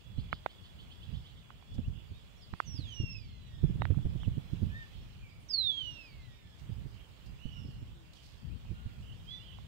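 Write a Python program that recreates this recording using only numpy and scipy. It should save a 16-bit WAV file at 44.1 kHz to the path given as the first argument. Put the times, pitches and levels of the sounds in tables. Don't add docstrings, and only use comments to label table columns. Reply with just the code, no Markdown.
import sys
import numpy as np
from scipy import signal
from scipy.fft import rfft, irfft, next_fast_len
from scipy.io import wavfile
from scipy.ndimage import uniform_filter1d, map_coordinates

SR = 44100
rng = np.random.default_rng(int(sys.argv[2]) if len(sys.argv) > 2 else 0)


def master_out(mix):
    frames = np.transpose(np.atleast_2d(mix))
    ceiling = np.clip(frames, -1, 1)
    pcm = np.round(ceiling * 32767).astype(np.int16)
    wavfile.write(sys.argv[1], SR, pcm)


N = 426447

# t/s, f/Hz
FIRST = [(2.56, 9450), (2.6, 8900), (2.63, 7200), (2.67, 5900), (2.75, 5480), (2.8, 4290), (2.865, 3370),
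         (2.94, 2940), (3.02, 2780), (3.14, 2668), (3.3, 2140), (3.72, 1673)]
SECOND = [(5.4, 9250), (5.465, 8780), (5.492, 5370), (5.545, 4493), (5.64, 3792), (5.725, 3340),
          (5.785, 3240), (5.835, 2992), (5.96, 2765), (6.05, 2540), (6.11, 2280), (6.3, 1925), (6.55, 1680)]
# glide, full voice t/s, hold/s, level/dB, fade/dB, fade/s, octave/dB,
# overtone gain/dB per octave of fall, flutter/dB, bounce delay/ms, bounce/dB, scatter/dB, echo/dB
WHISTLES = [(FIRST, 2.687, 0.48, -55, 15, 0.039, -2.7, 1.5, 0.88, 4.3, -8, -8.5, -19),
            (SECOND, 5.54, 0.12, -30.5, 44, 0.41, -16.5, 16, 1.7, 1.96, -12, -10.5, -21)]
# f/Hz, gain/dB
THROAT_EQ = [(1700, -9.5), (2150, -10.5), (2500, -4), (2950, 3.5), (3300, -1), (4300, -5), (5100, 2),
             (5850, -2), (6400, -16), (7400, -24.5), (9000, -22.5), (12000, -29)]
# t/s, level/dB
CHIRPS = [(0.197, -56.5), (0.335, -51), (.508, -56), (.657, -55), (0.802, -53.5), (0.921, -53.5),
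          (1.036, -54), (1.155, -53.5), (1.267, -54), (1.386, -58)]
# t/s, length/s, first f/Hz, middle f/Hz, last f/Hz, level/dB, octave/dB, echo/dB, pitch jitter/fraction
BIRD_CALLS = [(1.66, 0.14, 3465, 3430, 3610, -67, -30, -2, 0.0083),
              (1.827, 0.054, 2470, 2800, 3130, -63, -26, -17, .006),
              (2.13, 0.079, 3600, 3720, 3740, -65, -33, -15, .006),
              (2.36, .052, 5330, 5600, 5400, -74, -37, -12, 0.0068),
              (2.405, 0.059, 5550, 4820, 4100, -61, -48, -13, 0.0052),
              (3.79, .07, 1700, 1895, 1790, -59.5, -2, -22, 0.0053),
              (4.194, 0.036, 2810, 3280, 3850, -57.5, -30, -8, 0.0052),
              (4.222, 0.038, 3770, 2960, 2500, -54.5, -30, -16, 0.0065),
              (4.69, .19, 1640, 1834, 1676, -52, -14.5, -18, 0.0088),
              (5.198, 0.11, 2560, 2344, 2140, -64, -38, 0.5, .008),
              (7.374, .11, 2400, 2935, 2886, -60, -25, 7, 0.013),
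              (7.469, .18, 2920, 2894, 2650, -58, -29, -1.5, .02),
              (7.49, .23, 5530, 5430, 5080, -69.5, -40, -2.5, .018),
              (7.55, 0.065, 1420, 1380, 1340, -61.5, -20, -8, 0.0055),
              (8.488, .066, 2150, 2600, 3150, -69, -15, -8, 0.0051),
              (8.72, 0.16, 1466, 1427, 1380, -68.5, -18, -2, .006),
              (9.262, .14, 3060, 3450, 3490, -46, -42, -12, 0.0073),
              (9.27, 0.071, 5200, 4800, 4470, -68.5, -40, -1, 0.0054),
              (9.285, 0.097, 2030, 2016, 1930, -64, 3, -3, .008),
              (9.295, .12, 6250, 5900, 5830, -75, -40, -12, .006),
              (9.39, 0.046, 2816, 2850, 3160, -57.5, -25, -4, 0.0053),
              (9.4, .19, 3260, 3120, 2870, -57, -39, -8, 0.055)]
CATTLE_CALLS = [(5.3, 0.99, 285, 293.4, 281, -75, -7, -4, 0.012),
                (7.15, 0.61, 420, 420.6, 397, -76.5, -7, -13, 0.0068),
                (7.75, 0.44, 379.5, 339.6, 263, -75, -15, -19, 0.011)]
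# t/s, level/dB, f/Hz
FINGER_CLICKS = [(.328, -22, 1200), (.461, -23.5, 770), (1.504, -42.5, 1100), (1.625, -53.5, 785),
                 (1.782, -49, 560), (2.537, -35, 1200), (2.6014, -19.5, 1260), (3.638, -53, 487),
                 (3.819, -26, 860), (3.853, -29, 1440), (3.944, -50, 1110), (3.986, -50, 800),
                 (4.232, -45.5, 1070), (8.652, -56, 700), (9.586, -46.5, 1010)]
# f/Hz, gain/dB
SCUFF_EQ = [(150, -33.5), (500, -1), (1200, 15), (2000, 6), (4000, -7.5), (5500, -19)]
FINGERTIP_EQ = [(120, 0), (300, 0), (500, 4), (1200, 0), (3000, 2.5), (4700, 1), (5800, -5.5), (8000, -24),
                (12000, -57)]
# t/s, level/dB, f/Hz, left-right/dB
PORT_THUMPS = [(.173, -31, 113, -32), (0.324, -36, 134, -20), (1.117, -39.5, 85, -24),
               (1.78, -24.5, 99.5, -17), (1.871, -36.5, 102, -10), (2.105, -40.5, 93, -10),
               (2.524, -34.5, 94, -18), (2.739, -37.5, 105, -24), (2.785, -31.5, 121.4, -22),
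               (2.995, -27.5, 78, -11.5), (3.028, -31.5, 109, 12), (3.63, -20, 150, -46),
               (3.69, -27, 124, -35), (3.748, -35, 102.2, -23), (3.806, -28.5, 108, -10),
               (3.898, -17, 101, -33), (3.966, -24.5, 89, -33), (4.048, -21.5, 71, -18),
               (4.148, -30, 134, -22), (4.268, -24.5, 98, -29), (4.367, -28.5, 131, -38),
               (4.527, -30, 108.5, -18), (4.617, -25.5, 102, -23), (6.686, -35, 103, -20),
               (6.852, -39.5, 128, -25), (7.446, -33.5, 126.4, -31), (7.644, -35.5, 93, -5),
               (7.679, -37, 120, -8), (7.814, -38, 114, -11), (8.706, -37, 134, -29),
               (8.852, -35.5, 102, -13)]
# t/s, length/s, level/dB, left-right/dB
RUMBLE_SPELLS = [(0.135, .12, -47.5, -7), (0.57, 0.72, -57.5, 1.5), (1.083, 0.11, -46, -19),
                 (1.746, 0.16, -42.5, -2.5), (2.093, 0.071, -51.5, 1.5), (2.68, .22, -46.5, -7.5),
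                 (3.073, 0.54, -50, -1), (3.632, 0.69, -38.5, -10.5), (4.528, 0.17, -41.5, -12.5),
                 (4.72, 0.33, -50, 1), (5.113, 1, -59.5, -2.5), (6.127, 0.053, -56, 4),
                 (6.635, 0.24, -45, -11), (7.29, 0.33, -48, -18), (7.614, 0.28, -52.5, -3.5),
                 (8.44, 0.18, -49, 24), (8.64, 0.28, -48, -4.5), (8.93, 0.33, -50, -1),
                 (9.312, 0.52, -55, 7)]
# t/s, length/s, level/dB, left-right/dB
HAY_SWISHES = [(1.741, 0.021, -64, -3), (6.582, 0.06, -69, -8), (7.258, 0.022, -66.5, -5),
               (8.133, 0.008, -58.5, -7), (8.143, 0.075, -66.5, -9), (8.222, 0.16, -68, -6)]
# f/Hz, gain/dB
RUMBLE_EQ = [(20, -19.5), (45, 0.5), (90, 1.5), (140, -3.5), (220, -13.5), (350, -30), (600, -40),
             (1500, -93)]
HAY_EQ = [(500, -39), (2000, -3), (4500, 10), (7000, -1), (9000, -4), (10500, -12), (12500, -8),
          (15500, -23)]
CHORUS_EQ = [(1200, -17.5), (2200, 0), (2800, 5), (3300, 5.5), (3900, -1.5), (4900, -4), (5800, -11.5),
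             (8000, -21)]
HUSH_EQ = [(30, -20.5), (150, 9.5), (400, 7), (700, 3.5), (1200, 1), (2000, -3), (4000, -30.5),
           (6000, -15.5), (8300, -13), (10000, -21), (12500, -19), (15500, -14)]
# t/s, level/dB
CHORUS_FADER = [(0, -69), (1.2, -67), (1.5, -70), (2.9, -65.5), (3.4, -69), (3.9, -68), (4.95, -64.5),
                (5.5, -70), (5.95, -65), (6.4, -69), (6.85, -67.5), (7.5, -67.5), (8.1, -69.5), (9.5, -66)]
INSECT_FADER = [(0, 0.5), (2, -4), (4.5, -3), (6, -32)]
HUSH_FADER = [(0, -72), (1.0, -70), (1.4, -72.5), (3.04, -72), (3.2, -76.5), (3.8, -69), (4.7, -69),
              (5.3, -72.5), (6.0, -70), (6.48, -74.5), (6.62, -69.5), (8.3, -72.5), (9.0, -70),
              (9.67, -71.5)]
# f/Hz, width/Hz, level/dB, left-right/dB
THIN_TONES = [(3383, 104, -71, -21.5), (6860, 78, -90, -4), (7550, 130, -91.5, 12.5), (8040, 70, -94.5, 21)]
# f/Hz, left-right/dB
HUSH_PAN = [(200, 0.5), (1300, -2), (5000, 12), (8200, 22.5), (11000, 15), (15000, -1)]
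PORT_PAN = [(1000, -2), (1800, -5), (2400, -11), (3000, -20.5), (4300, -13), (5800, -15.5), (7500, -3),
            (9000, 20)]
# f/Hz, t60/s
TREE_DECAY = [(500, 0.53), (3000, 0.92), (5000, 1), (9000, 1)]


def whistle(glide, full_s, hold_s, level_db, fade_db, fade_s, octave_db, richer_db, flutter_db,
            bounce_ms, bounce_db, scatter_db, echo_db, lead_in_db=-59.5, attack_s=0.058):
    t = np.arange(N) / SR
    hz = uniform_filter1d(curve(glide), size=600)
    gate = uniform_filter1d(1. * (t > glide[0][0]) * (t < glide[-1][0]), size=600)
    effort_db = np.interp(t, [full_s - attack_s, full_s], [lead_in_db, level_db])
    effort_db -= fade_db * (1 - np.exp(-np.maximum(t - full_s - hold_s, 0) / fade_s))
    overtone_db = octave_db + richer_db * np.log2(2800 / hz)
    phase = phase_of(hz * (1 + .0015 * wobble(90)))
    tone = np.zeros(N)
    for k, db in enumerate([0, overtone_db, overtone_db - 11.5], 1):
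        partial_db = effort_db + db + along(THROAT_EQ, k * hz) + flutter_db * wobble(70)
        tone += np.sqrt(2) * gate * amp(partial_db) * np.sin(k * phase)
    bounce = amp(bounce_db) * np.interp(t - bounce_ms / 1000, t, tone)
    scatter = amp(scatter_db) * leaves(tone, decay_s=.011)
    echo = amp(echo_db) * trees(tone, build_s=0.015)
    return at_ports(tone + bounce + scatter, echo, lead_ms=0.458, side_db=2.5)


def chirp_run(length_s=0.049, low_hz=2800, sweep_hz=1650):
    song = np.zeros(N)
    u = np.linspace(0, 1, int(length_s * SR))
    for s, db in CHIRPS:
        hz = low_hz + sweep_hz * (1 + 0.078 * rng.standard_normal()) * u ** 2
        detune = 1 + 0.0186 * rng.standard_normal()
        phase = phase_of(hz * detune)
        upper = amp(-2) * np.exp(-s / 0.75) * np.sin(1.37 * phase)
        add(song, s - .6 * length_s, amp(db) * np.sin(np.pi * u) ** 2 * (np.sin(phase) + upper))
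    blurred = amp(-4) * song + amp(-5.5) * leaves(song, decay_s=0.019)
    return at_ports(blurred, amp(-12) * trees(song, build_s=0.0079), lead_ms=-0.19, side_db=11.5)


def calls(rows, scatter_db):
    direct, send = np.zeros(N), np.zeros(N)
    unsteady = wobble(220)
    for s, length, first, middle, last, db, octave_db, echo_db, rough in rows:
        u = np.linspace(0, 1, int(length * SR))
        hz = np.polyval(np.polyfit([0, .5, 1], [first, middle, last], 2), u)
        jitter = rough * np.roll(unsteady, -round(s * SR))[:len(u)]
        phase = phase_of(hz * (1 + jitter))
        arch = amp(db) * np.abs(np.sin(np.pi * u)) ** 1.04
        note = arch * (np.sin(phase) + amp(octave_db) * np.sin(2 * phase))
        add(direct, s, note)
        add(send, s, amp(echo_db) * note)
    blurred = direct + amp(scatter_db) * leaves(direct, decay_s=0.017)
    return at_ports(blurred, trees(send, build_s=0.017), lead_ms=0.34, side_db=2.5)


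def trill_rows(start_s=9.018, period_s=.0235, length_s=0.024, sweep_hz=(2650, 2950, 3350)):
    return [(start_s + k * period_s, length_s, *sweep_hz, -63 + 2 * k, -33, -8, .006) for k in range(5)]


def finger_clicks(rise_cycles=0.58, fall_cycles=0.53, scuff_s=.0017, scuff_db=-25):
    touch, grit = np.zeros(N), noise(SCUFF_EQ)[0]
    t = np.arange(SR // 40) / SR - 0.0014
    for s, db, hz in FINGER_CLICKS:
        cycles = hz * t
        envelope = np.exp(np.minimum(cycles / rise_cycles, -cycles / fall_cycles))
        snap = -envelope * np.cos(2 * np.pi * cycles)
        scuff = unit(np.exp(-np.abs(t) / scuff_s) * grit[round(s * SR):][:len(t)])
        click = snap + amp(scuff_db) * scuff
        add(touch, s, amp(db + 3) * click * np.linalg.norm(snap) / np.linalg.norm(click))
    return filtered(touch, lambda hz: amp(along(FINGERTIP_EQ, hz))) * pan(-42)


def thumps(rise_s=0.005, knock_db=-11, knock_ratio=2.29):
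    pushes, puffs = np.zeros((2, N)), np.zeros((2, N))
    t = np.arange(SR // 8) / SR
    swell = (t / rise_s / 2) ** 2 * np.exp(2 - t / rise_s)
    for s, db, hz, side_db in PORT_THUMPS:
        envelope = amp(db) * pan(side_db) * swell
        phase = 2 * np.pi * hz * t + rng.uniform(0, 2 * np.pi)
        knock = amp(knock_db) * swell ** 3 * np.sin(knock_ratio * phase)
        add(pushes, s, envelope * (np.sin(phase) + knock))
        add(puffs, s, envelope)
    air = noise([(40, 8), (150, 10.5), (300, -6), (500, -17.5), (900, -39), (2500, -47), (6000, -82)])
    return amp(-3.5) * pushes + amp(-5) * puffs * air


def rumble(rise_s=0.041, fall_s=0.096, calm_db=-58, lumpy_db=3.5):
    t = np.arange(N) / SR
    power = (amp(calm_db) * pan(0)) ** 2
    for s, length, db, side_db in RUMBLE_SPELLS:
        outside = np.maximum(s - t, 0) / rise_s + np.maximum(t - s - length, 0) / fall_s
        power = power + (amp(db) * pan(side_db) * np.exp(-np.minimum(outside, 20))) ** 2
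    lumps = amp(lumpy_db * np.array([wobble(16), wobble(18)]))
    return np.sqrt(power) * unit(lumps * noise(RUMBLE_EQ))


def hay(crackle_db=1.8):
    strokes = np.zeros((2, N))
    for s, length, db, side_db in HAY_SWISHES:
        u = np.arange(int(2 * length * SR)) / (length * SR)
        add(strokes, s, amp(db) * pan(side_db) * (1 - np.exp(-20 * u)) * np.exp(-u ** 2))
    return strokes * unit(noise(HAY_EQ) * amp(crackle_db * wobble(350)))


def distant_chorus(patchy_db=2.9):
    bands = signal.stft(noise(CHORUS_EQ), nperseg=512)[2]
    patches = uniform_filter1d(rng.standard_normal(bands.shape[1:]), size=4, axis=0)
    patches = unit(uniform_filter1d(patches, size=12, axis=1))
    wash = signal.istft(bands * amp(patchy_db * patches), nperseg=512)[1][:, :N]
    return amp(curve(CHORUS_FADER)) * unit(wash) * pan(-9.5)


def thin_tones():
    tones = []
    for hz, width, db, side_db in THIN_TONES:
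        band = filtered(rng.standard_normal((2, N)), lambda f: 1 / (1 + (2 * (f - hz) / width) ** 2))
        tones.append(amp(db) * pan(side_db) * unit(band))
    tones[0] *= amp(curve(INSECT_FADER))
    return sum(tones)


def hush():
    bed = filtered(noise(HUSH_EQ), lambda hz: pan(along(HUSH_PAN, hz)))
    return amp(curve(HUSH_FADER) + 3.5) * bed


def leaves(x, decay_s):
    t = np.arange(SR // 8) / SR
    burst = rng.standard_normal(len(t)) * np.exp(-t / decay_s) * (1 - np.exp(-t / 0.01))
    return signal.fftconvolve(x, burst / np.linalg.norm(burst))[:N]


def trees(x, build_s):
    hz, t, bands = signal.stft(rng.standard_normal((2, SR)), SR, nperseg=256)
    decay = amp(-60 * t / along(TREE_DECAY, hz)[:, None])
    tail = signal.istft(bands * decay * (1 - np.exp(-t / build_s)), SR, nperseg=256)[1]
    return signal.fftconvolve(x[None], tail / np.linalg.norm(tail[0]), axes=1)[:, :N]


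def at_ports(direct, echo, lead_ms, side_db):
    lead_s = lead_ms / 1000 * np.array([[1], [-1]])
    pair = filtered(direct, lambda hz: np.exp(1j * np.pi * hz * lead_s))
    return filtered(pair + echo, lambda hz: pan(along(PORT_PAN, hz) + side_db))


def amp(db):
    return 10 ** (np.asarray(db) / 20)


def unit(x):
    return x / np.sqrt(np.mean(x ** 2) + 1e-20)


def along(points, hz):
    f, values = np.transpose(points)
    return np.interp(np.log(hz + 1), np.log(f), values)


def curve(points):
    return np.interp(np.arange(N) / SR, *np.transpose(points))


def wobble(rate):
    return map_coordinates(rng.standard_normal(int(N * rate / SR) + 4), [np.arange(N) * rate / SR])


def filtered(x, response):
    size = next_fast_len(N + 8192)
    return irfft(rfft(x, size) * response(np.fft.rfftfreq(size, 1 / SR)), size)[..., :N]


def noise(eq):
    return unit(filtered(rng.standard_normal((2, N)), lambda hz: amp(along(eq, hz))))


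def pan(db):
    ratio = np.atleast_1d(amp(db))
    return 2 * np.array([ratio, np.ones_like(ratio)]) / np.sqrt(1 + ratio ** 2)


def add(track, s, sound):
    part = track[..., max(round(s * SR), 0):][..., :sound.shape[-1]]
    part += sound[..., :part.shape[-1]]


def phase_of(hz):
    return 2 * np.pi * np.cumsum(hz) / SR


def scene():
    near_bird = sum(whistle(*row) for row in WHISTLES)
    far_birds = chirp_run() + calls(BIRD_CALLS + trill_rows(), scatter_db=-7)
    cattle = calls(CATTLE_CALLS, scatter_db=1)
    handling = finger_clicks() + thumps() + rumble()
    return near_bird + far_birds + cattle + handling + hay() + hush() + distant_chorus() + thin_tones()


def record(dry, top_hz=15750):
    return filtered(dry, lambda hz: hz < top_hz)


dry = scene()
out = record(dry)
master_out(out)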